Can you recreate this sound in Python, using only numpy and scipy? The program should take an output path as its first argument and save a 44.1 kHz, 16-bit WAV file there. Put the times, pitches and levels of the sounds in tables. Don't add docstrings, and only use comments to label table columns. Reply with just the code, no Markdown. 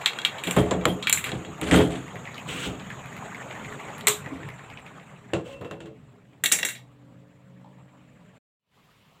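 import sys
import numpy as np
from scipy import signal
from scipy.io import wavfile
from scipy.ndimage import uniform_filter1d

SR = 44100
rng = np.random.default_rng(int(sys.argv[2]) if len(sys.argv) > 2 else 0)


def generate_wav(signal):
    frames = np.transpose(np.atleast_2d(signal))
    scaled = np.clip(frames, -1, 1) * 32767
    pcm = np.round(scaled).astype(np.int16)
    wavfile.write(sys.argv[1], SR, pcm)


N = 405719

# start_s, level_db (peak of the clack
# before microphone colour), bass_db and treble_db (re clack), pitch_hz, tail_db (re crack) The stirring
STIRRING_CONTACTS = [(0.0144, -28, -24, -16.5, 2370, 5), (0.0596, -2.5, -45, -18.5, 3240, -11.5),
                     (0.134, -24, -22, -18, 2600, -10), (0.188, -14.5, -27, -16.5, 1530, -14),
                     (0.2176, -21, -24, -20, 3800, -22), (0.2498, -4, -37, -17, 3000, -8.5),
                     (0.3828, -25.5, -30, -16, 2900, 5), (0.4375, -15, -40, -8, 2640, -4),
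                     (0.4717, -17, -2, -5.5, 2680, -4), (0.5103, -10.5, -19, 1.5, 2720, -13.5),
                     (0.8116, -31, -3, -18, 1320, -12), (1.0259, -22, -26.5, -23.5, 3600, -1),
                     (1.071, -7.5, -43, -16.5, 2210, -5.5), (1.0967, -6.5, -49, 2.5, 3030, -20.5),
                     (1.1272, -2, -45.5, 4, 2540, -12.5), (1.1738, -15, -29, -5.5, 2170, -0.5),
                     (1.2413, -16, -20, -3, 2220, -6), (1.292, -22, -11, -13, 2180, -23),
                     (1.3179, -18.5, -5, -41, 2390, -17), (1.4494, -30, -4, -30, 2200, -8),
                     (1.5803, -36.5, 1.5, -9.5, 2040, -27), (1.6137, -21, -2.5, 3.5, 1250, -27.5),
                     (1.6812, -23.5, -1, -6, 2680, -16)]
PAN_CONTACTS = [(0.5646, -17, 10.5, -4, 1250, -9), (0.7104, -14.5, 4, -32.5, 1140, -9.5),
                (0.8544, -1.5, -9, -10.5, 1240, -19.5), (1.712, -8, -19, -22, 2430, -22),
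                (1.7411, -12, 2.5, -15.5, 1310, -18.5), (1.79, -32, 22, -13, 3200, -13)]
KNOB_CONTACTS = [(4.0088, -25, -16.5, -6, 1520, -15), (4.0701, -2.5, -26.5, 2.1, 2180, -3.5),
                 (4.0823, -7.5, -20.5, 7, 3660, -18.5)]
LID_CONTACTS = [(5.335, -14, -6.5, -50, 1020, -9.5), (5.612, -38, 7.5, -9, 1050, -8),
                (5.647, -33.5, 2, -16, 840, -4), (5.711, -26, -5.5, -17, 1570, -11),
                (5.804, -35, -11, -41, 980, -5), (5.858, -39.5, -17, -19, 1110, 1)]
SPOON_CONTACTS = [(6.4379, -8, -19.5, 4, 1870, -4.5), (6.459, -5.5, -46, -2, 4000, -11),
                  (6.4894, -27, -38, 2, 2730, -21), (6.5165, -7.5, -20.5, -6, 2250, 6),
                  (6.521, -11.5, -35, 10, 3780, -8.5), (6.5322, -17, -14, 2, 2640, 16),
                  (6.5873, -16, -19, 0.5, 2050, -2), (6.6296, -8, -19.5, -10.5, 1990, -18),
                  (6.6499, -10.5, -35, 1.7, 1980, -3), (6.6865, -18.5, -24, -1, 1970, 5),
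                  (6.7517, -33, -12, -14, 2430, 13)]
# pitch_hz, width_hz, lift_db
SHELL_MODES = [(1500, 45, 2.5), (2320, 100, 9), (2720, 58, 10), (3300, 60, 14), (3780, 63, 9.5),
               (4103, 70, 11), (7200, 67, 2)]
PAN_MODES = [(1250, 45, 4.1), (1940, 330, 3.4), (3296, 80, 5), (7300, 850, 2.7)]
KNOB_MODES = [(1170, 150, 11.7), (4170, 770, 14), (4900, 1200, 12), (7750, 67, 2.6), (8300, 200, 4.7),
              (13100, 310, 7.3)]
LID_MODES = [(1084, 30, 15), (1250, 39, 4.6), (1410, 75, 9.6), (2710, 130, 6.5), (3270, 92, 1.5)]
SPOON_MODES = [(1900, 120, 11), (2202, 60, 10), (2740, 40, 14), (3400, 100, 6), (3822, 100, 12),
               (4200, 100, 10), (4860, 150, 14), (5650, 250, 20), (6300, 150, 10), (7305, 120, 6),
               (8600, 120, 8), (9383, 60, 11), (10450, 80, 10), (11810, 80, 8), (13020, 80, 8),
               (14730, 100, 8)]
# pitch_hz, gain_db
MICROPHONE_GAIN = [(900, -4.5), (2000, -1), (3800, -1.5), (5000, -14.5), (6300, -7.5), (7400, 6.5),
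                   (9000, -6), (12000, -9.5), (15300, -6.5), (15900, -30)]

# start_s, level_db, hold_s
PAN_JOLTS = [(0.455, -32, 0.0027), (0.556, -18, 0.011), (0.72, -28.5, 0.044), (0.86, -28, 0.034),
             (1.255, -41, 0.0026), (1.31, -34, 0.028), (1.46, -40.5, 0.01), (1.6, -33, 0.081),
             (1.7, -17, 0.023), (1.74, -19.5, 0.053), (1.9, -37, 0.065), (2.46, -42.5, 0.11),
             (2.585, -42, 0.004), (2.65, -31.5, 0.004), (4.245, -43, 0.004), (4.31, -45.5, 0.084)]
LID_JOLTS = [(5.332, -23.5, -0.0018), (5.607, -39, 0), (5.708, -39.5, 0.016), (5.803, -44.5, 0.09)]
# pitch_hz, width_hz, level_db
PAN_BODY = [(72.1, 36, -5.5), (131.8, 8.7, 0), (180.8, 12, 4.5), (262, 8.2, 2.5), (310, 35, 1),
            (416.6, 12, 4.5), (494, 12, 0.5), (579.8, 5.1, -2.5), (630, 29, -7.5), (670, 12, -8)]
LID_BODY = [(141, 23, -10.5), (182, 40, -4), (334.4, 17, 5), (429.4, 16.4, 7.5), (486, 7.6, 0),
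            (537, 7.4, 0.5), (604, 16, -20.5)]

# start_s, level_db, hold_s
SCRAPES = [(0.43, -40.5, 0.12), (0.56, -35, 0.008), (1.12, -34.5, 0.006), (1.25, -36.5, 0.012),
           (1.608, -37, 0.09), (1.708, -24.5, 0.03), (1.9, -42.5, 0.04)]
WIPES = [(2.46, -38, 0.15), (2.61, -36.5, 0.031), (5.43, -53.5, 0.075)]
# (per Hz, relative)
SCRAPE_SPECTRUM = [(180, -34.5), (300, -13), (769, -18), (892, -20.5), (1260, -10.5), (2880, -14.5),
                   (3340, -13.5), (5390, -35.5), (7500, -19.5), (15500, -52.5)]
WIPE_SPECTRUM = [(290, -42), (500, -2.5), (569, -17), (968, -14), (1430, -2.5), (1670, -9), (3010, -0.5),
                 (5130, -23.5), (7890, -12), (9650, -28.5), (15500, -31)]

# start_s, level_db, t60_s
RIM_RINGS = [(.58, -34, 0.17), (.875, -36, 0.21), (1.745, -31.5, 0.32)]
PLATE_RINGS = [(3.68, -45.5, 1), (4.03, -37.5, 0.13), (4.07, -26, 0.33)]
LID_RINGS = [(5.336, -37.5, 0.44), (5.46, -43.5, 1), (5.65, -43.5, 0.43), (5.712, -46, 0.34)]
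THRUMS = [(4.315, -23.5, 0.19)]
# pitch_hz, level_db
RIM_PARTIALS = [(3214, 6.5), (7500, -13), (9173, -8.5), (10700, -12), (12320, -11.5), (14100, -12)]
PLATE_PARTIALS = [(420, 0.0043)]
LID_PARTIALS = [(490, -0.5), (552, 1.8), (1060, -11), (2697, -8)]
THRUM_PARTIALS = [(270, 0.0033)]

# start_s, level_db (peak), spit_db (re peak), pitch_hz
POPS = [(2.08, -37.5, -17, 2030), (2.1565, -33, -22, 1960), (2.2544, -32, -26, 2080),
        (2.2742, -29.5, -32, 2090), (2.344, -37.5, -14, 3700), (2.379, -30.5, -17, 2500),
        (2.798, -38.5, -40, 3200), (2.902, -31, -22, 1720), (3.058, -36, -16, 2290),
        (3.126, -35, -23.5, 1890), (3.1652, -34, -15, 2170), (3.346, -30.5, -24, 2040),
        (3.5099, -30.5, -31, 2220), (3.551, -34, -31, 1770), (3.6466, -32.5, -26, 2180),
        (3.724, -34.5, -16, 1880), (3.799, -38, -16, 2290), (3.8846, -36, -25.5, 1800),
        (3.981, -37.5, -2, 1800), (4.261, -31.5, -22, 1920), (4.358, -40, -23, 1990),
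        (4.432, -33.5, -34, 1810), (4.488, -31, -18, 2040), (4.593, -37.5, -34, 1780),
        (4.701, -38.5, -19, 2320), (4.773, -32, -35, 2570), (4.795, -45, -24, 2160),
        (4.8638, -37, -18, 2260), (4.998, -41.5, -30, 2120)]
SOFT_KNOCKS = [(7.645, -45.5, -45, 890)]

# time_s, hiss_db, rumble_db
SIMMER_LEVELS = [(0, -41.5, -50.5), (1.4, -49, -48.5), (2.6, -46.5, -45.5), (3.9, -44, -47),
                 (5.0, -52.5, -51), (5.6, -60.5, -50.5), (5.9, -65, -55), (7.3, -67.5, -59),
                 (8.378, -63, -58), (8.602, -79.5, -76.5), (9.2, -76, -79)]
# (per Hz, relative)
HISS_SPECTRUM = [(210, -32), (350, -5), (740, -1.5), (1200, -2.5), (1500, -8), (1900, -6.5), (2400, -9),
                 (3800, -19), (5000, -35.5), (6100, -29.5), (7400, -16), (9500, -36), (15400, -39.5),
                 (15900, -65.5)]
GAS_SPECTRUM = [(4000, -38), (5200, -27), (6300, -13), (6800, 2), (7500, 0), (8300, -15), (9500, -25.5),
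                (12300, -18.5), (15300, -14), (15800, -63)]
RUMBLE_SPECTRUM = [(18, -48.5), (30, -20.5), (92, -6), (135, 5.5), (286, -4), (367, -19), (419, -7),
                   (459, -23.5), (538, -17.5), (700, -18), (910, -41.5), (1540, -120)]
KITCHEN_SPECTRUM = [(15, -47), (25, -17.5), (137, 7.5), (351, -15), (413, -3.5), (878, -22), (951, -6),
                    (1430, -17), (2870, -7), (7580, -25.5), (15700, -25.5)]
# pitch_hz (at full speed), level_db (before swell and waver)
HUM_PARTIALS = [(131, -59.5), (186, -65), (253.0, -69), (301.5, -66), (452.2, -76), (500.6, -78),
                (554.5, -71), (602.9, -74), (705.2, -79)]
# time_s, gain_db, speed_ratio (re full speed)
HUM_SWELL = [(5.9, -10, 1), (6.8, -1, 0.95), (7.4, -1.5, 0.97), (7.699, 1, .999), (8.3, -6, .999)]
# time_s, gain_db
OUTPUT_GAIN = [(8.38, 2.5), (8.396, -61), (8.58, -70.5), (8.6, -23.5), (8.759, 11.5)]

BUBBLES_PER_S, BUBBLES_DB = 63, -10.5
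BUBBLES_SINK_S, BUBBLES_SINK_DB = 4.8, -10.5
GAS_DB, GAS_OFF_S = -66, 4.02
KITCHEN_DB = -74.5
HEADROOM = .85
EDGE_HZ = 16600


def knocks(rows, modes, crack_s, low_hz, t60_s):
    t = np.arange(SR // 2) / SR
    out = np.zeros(N)
    for start_s, level_db, bass_db, treble_db, pitch_hz, tail_db in rows:
        tail = amp(tail_db - 60 * t / t60_s - 20 * (t / 0.27) ** 2)
        burst = rng.standard_normal(len(t)) * (np.exp(-t / crack_s) + tail)
        burst[:3] += 1.5
        crack = burst * np.exp(-t / 0.029)
        share_db = 2.2 * rng.standard_normal(len(modes))
        modal = sum(amp(lift_db + share) * ring(burst, hz, width_hz)
                    for (hz, width_hz, lift_db), share in zip(modes, share_db))
        burst = burst + modal
        clack = band(burst, low_hz, 5000) + 3.4 * ring(crack, pitch_hz, pitch_hz / 5)
        hiss = band(burst, 4600, 15000)
        thud_shape = amp(-60 * t / t60_s) * (1 - np.exp(-t / 0.0026))
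        thud = band(rng.standard_normal(len(t)) * thud_shape, 120, 700)
        sound = unit_peak(clack) + amp(treble_db) * unit_peak(hiss) + amp(bass_db) * unit_peak(thud)
        add(out, start_s, amp(level_db) * sound)
    return microphone(out)


def microphone(x):
    log_gain = curve_at(MICROPHONE_GAIN, abs(np.fft.fftfreq(4096, 1 / SR))) * np.log(10) / 20
    spectrum = np.exp(np.conj(signal.hilbert(log_gain)))
    response = np.fft.ifft(spectrum).real[:1024]
    return signal.oaconvolve(x, response)[:N]


def boom(strength, body):
    shake = noise([(50, -55), (64, 4), (750, -8), (1200, -25.5), (3000, -62)], 1, 0.59, size=1024)
    sound = 0.051 * band(shake, 59, 900)
    sound += sum(amp(db) * ring(shake, hz, width_hz) for hz, width_hz, db in body)
    running_level = np.sqrt(smooth_twice(sound ** 2, 1200))
    return band(strength * sound / running_level, 58, 1600)


def scrapes():
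    gritty = noise(SCRAPE_SPECTRUM, 2.5, 1.8, size=256)
    smoother = noise(WIPE_SPECTRUM, 1.7, 0.71, size=256)
    return (strokes(SCRAPES, rise_s=0.008, fall_db_per_s=150) * gritty
            + strokes(WIPES, rise_s=0.028, fall_db_per_s=290) * smoother)


def ringing(rows, partials, rise_s, width_hz, steady):
    t = np.arange(SR // 2) / SR
    out = np.zeros(N)
    for start_s, level_db, t60_s in rows:
        for hz, part_db in partials:
            raw = rng.standard_normal(len(t) + 4000)
            waver = unit_rms(ring(raw, hz, width_hz)[4000:])
            tone = steady * np.sqrt(2) * np.sin(2 * np.pi * hz * t) + (1 - steady) * waver
            decay = amp(level_db + part_db - 60 * t / t60_s)
            add(out, start_s, decay * (1 - np.exp(-t / rise_s)) ** 2 * tone)
    return out


def pops(rows, length_s):
    t = np.arange(SR // 5) / SR
    out = np.zeros(N)
    for start_s, level_db, spit_db, pitch_hz in rows:
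        flutter = 1 + 0.61 * np.cos(2 * np.pi * rng.uniform(50, 90) * t)
        sputter = np.exp(-(t / length_s) ** 2) * flutter
        wet_tail = amp(-23.0 - 60 * t / 0.11)
        shape = .5 * np.exp(-t / 0.0016) + 0.14 * sputter + wet_tail
        burst = rng.standard_normal(len(t)) * shape
        blob = ring(ring(burst, pitch_hz, pitch_hz / 5.5), pitch_hz, pitch_hz / 2.0)
        blob += 0.044 * band(band(burst, 610, 4100), 700, 4100)
        spit = band(band(burst, 6300, 15000), 6300, 15000)
        add(out, start_s, amp(level_db) * (unit_peak(blob) + amp(spit_db) * unit_peak(spit)))
    return out


def bubbles():
    bursts = rng.random(N) < BUBBLES_PER_S / SR
    size = amp(4.0 * np.minimum(rng.exponential(1, N), 3)) * bursts
    kind = rng.integers(0, 24, N)
    t = np.arange(1500) / SR
    out = np.zeros(N)
    for k, hz in enumerate(np.geomspace(600, 3600, 24)):
        shape = np.exp(-t * hz / 10.0) * (1 - np.exp(-t * hz))
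        chirp = np.sin(2 * np.pi * hz * t * (1 + 8 * t)) * shape
        out += signal.oaconvolve(size * (kind == k), chirp)[:N]
    echo = rng.standard_normal(2500) * amp(-15 - 60 * np.arange(2500) / SR / 0.062)
    return unit_rms(out + signal.oaconvolve(out, echo)[:N])


def broth():
    t = np.arange(N) / SR
    time_s, hiss_db, _ = np.transpose(SIMMER_LEVELS)
    bubble_db = BUBBLES_DB + BUBBLES_SINK_DB * (t > BUBBLES_SINK_S)
    sound = noise(HISS_SPECTRUM, 3.1, 1.1) + amp(bubble_db) * bubbles()
    return amp(np.interp(t, time_s, hiss_db)) * sound


def gas_jet():
    t = np.arange(N) / SR
    whistle = unit_rms(ring(rng.standard_normal(N), hz=6730, width_hz=70))
    jet = noise(GAS_SPECTRUM, 0.85, 1.0) + amp(2.6) * whistle
    return amp(GAS_DB) * jet * np.clip((GAS_OFF_S - t) / .05, 0, 1)


def rumble():
    time_s, _, rumble_db = np.transpose(SIMMER_LEVELS)
    level = amp(np.interp(np.arange(N) / SR, time_s, rumble_db))
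    return level * noise(RUMBLE_SPECTRUM, 3.3, 0.59, size=2048)


def hum():
    t = np.arange(N) / SR
    time_s, gain_db, speed = np.transpose(HUM_SWELL)
    turns = np.cumsum(np.interp(t, time_s, speed)) / SR
    tones = np.zeros(N)
    for hz, level_db in HUM_PARTIALS:
        waver = unit_rms(smooth_twice(rng.standard_normal(N), 6000))
        tones += amp(level_db + 3.5 * waver) * np.sqrt(2) * np.sin(2 * np.pi * hz * turns)
    return tones * amp(np.interp(t, time_s, gain_db)) * (t < OUTPUT_GAIN[1][0])


def room_air():
    return amp(KITCHEN_DB) * noise(KITCHEN_SPECTRUM, 1.5, 0.94, size=1024)


def noise(spectrum, patchy_db, flicker_db, size=512):
    hop = size // 4
    real, imag, patches = rng.standard_normal((N // hop + 5, size // 2 + 1, 3)).T
    flicker = unit_rms(uniform_filter1d(patches[0], size=5))
    patches = uniform_filter1d(patches, size=6, axis=0)
    patches = unit_rms(uniform_filter1d(patches, size=10, axis=1))
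    db = curve_at(spectrum, np.fft.rfftfreq(size, 1 / SR))[:, None]
    db = db + patchy_db * patches + flicker_db * flicker
    frames = (real + 1j * imag) * amp(db)
    return unit_rms(signal.istft(frames, nperseg=size, noverlap=size - hop)[1][:N])


def strokes(rows, rise_s, fall_db_per_s):
    t = np.arange(N) / SR
    power = np.zeros(N)
    for start_s, level_db, hold_s in rows:
        rise = np.clip((t - start_s) / rise_s, 0, 1) ** 2
        falling_s = np.maximum(t - start_s - rise_s - hold_s, 0)
        power += (rise * amp(level_db - fall_db_per_s * falling_s)) ** 2
    return np.sqrt(power)


def ring(x, hz, width_hz):
    return signal.lfilter(*signal.iirpeak(hz, hz / width_hz, SR), x)


def band(x, lo_hz, hi_hz):
    return signal.sosfilt(signal.butter(2, [lo_hz, hi_hz], "bandpass", fs=SR, output="sos"), x)


def smooth_twice(x, size):
    return uniform_filter1d(uniform_filter1d(x, size=size), size=size)


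def curve_at(points, hz):
    point_hz, value = np.transpose(points)
    return np.interp(np.log(hz + 1), np.log(point_hz + 1), value)


def amp(db):
    return 10 ** (np.asarray(db) / 20)


def unit_rms(x):
    return x / np.sqrt(np.mean(x ** 2) + 1e-20)


def unit_peak(x):
    return x / abs(x).max()


def add(mix, start_s, sound):
    part = mix[round(start_s * SR):][:len(sound)]
    part += sound[:len(part)]


def scene():
    hits = knocks(STIRRING_CONTACTS, SHELL_MODES, crack_s=0.0012, low_hz=1000, t60_s=0.22)
    hits += knocks(PAN_CONTACTS, PAN_MODES, crack_s=.002, low_hz=900, t60_s=0.17)
    hits += knocks(KNOB_CONTACTS, KNOB_MODES, crack_s=0.003, low_hz=600, t60_s=0.28)
    hits += knocks(LID_CONTACTS, LID_MODES, crack_s=.0015, low_hz=790, t60_s=0.22)
    hits += knocks(SPOON_CONTACTS, SPOON_MODES, crack_s=0.003, low_hz=1500, t60_s=0.24)
    booms = boom(strokes(PAN_JOLTS, rise_s=0.022, fall_db_per_s=140), PAN_BODY)
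    booms += boom(strokes(LID_JOLTS, rise_s=0.0029, fall_db_per_s=190), LID_BODY)
    rings = ringing(RIM_RINGS, RIM_PARTIALS, rise_s=0.004, width_hz=90, steady=0.41)
    rings += ringing(PLATE_RINGS, PLATE_PARTIALS, rise_s=0.0046, width_hz=12, steady=0.87)
    rings += ringing(LID_RINGS, LID_PARTIALS, rise_s=0.0027, width_hz=7.2, steady=0.4)
    rings += ringing(THRUMS, THRUM_PARTIALS, rise_s=0.009, width_hz=23, steady=0.62)
    bursts = pops(POPS, length_s=0.03) + pops(SOFT_KNOCKS, length_s=0.071)
    background = broth() + gas_jet() + rumble() + hum() + room_air()
    return (hits + booms + scrapes() + rings + bursts + background)[None]


def record(dry):
    time_s, gain_db = np.transpose(OUTPUT_GAIN)
    gained = dry * amp(np.interp(np.arange(N) / SR, time_s, gain_db))
    rounded = HEADROOM * np.tanh(gained / HEADROOM)
    low_pass = signal.firwin(511, EDGE_HZ, window=("kaiser", 9), fs=SR)
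    return signal.oaconvolve(rounded, low_pass[None], "same")


dry = scene()
out = record(dry)
generate_wav(out)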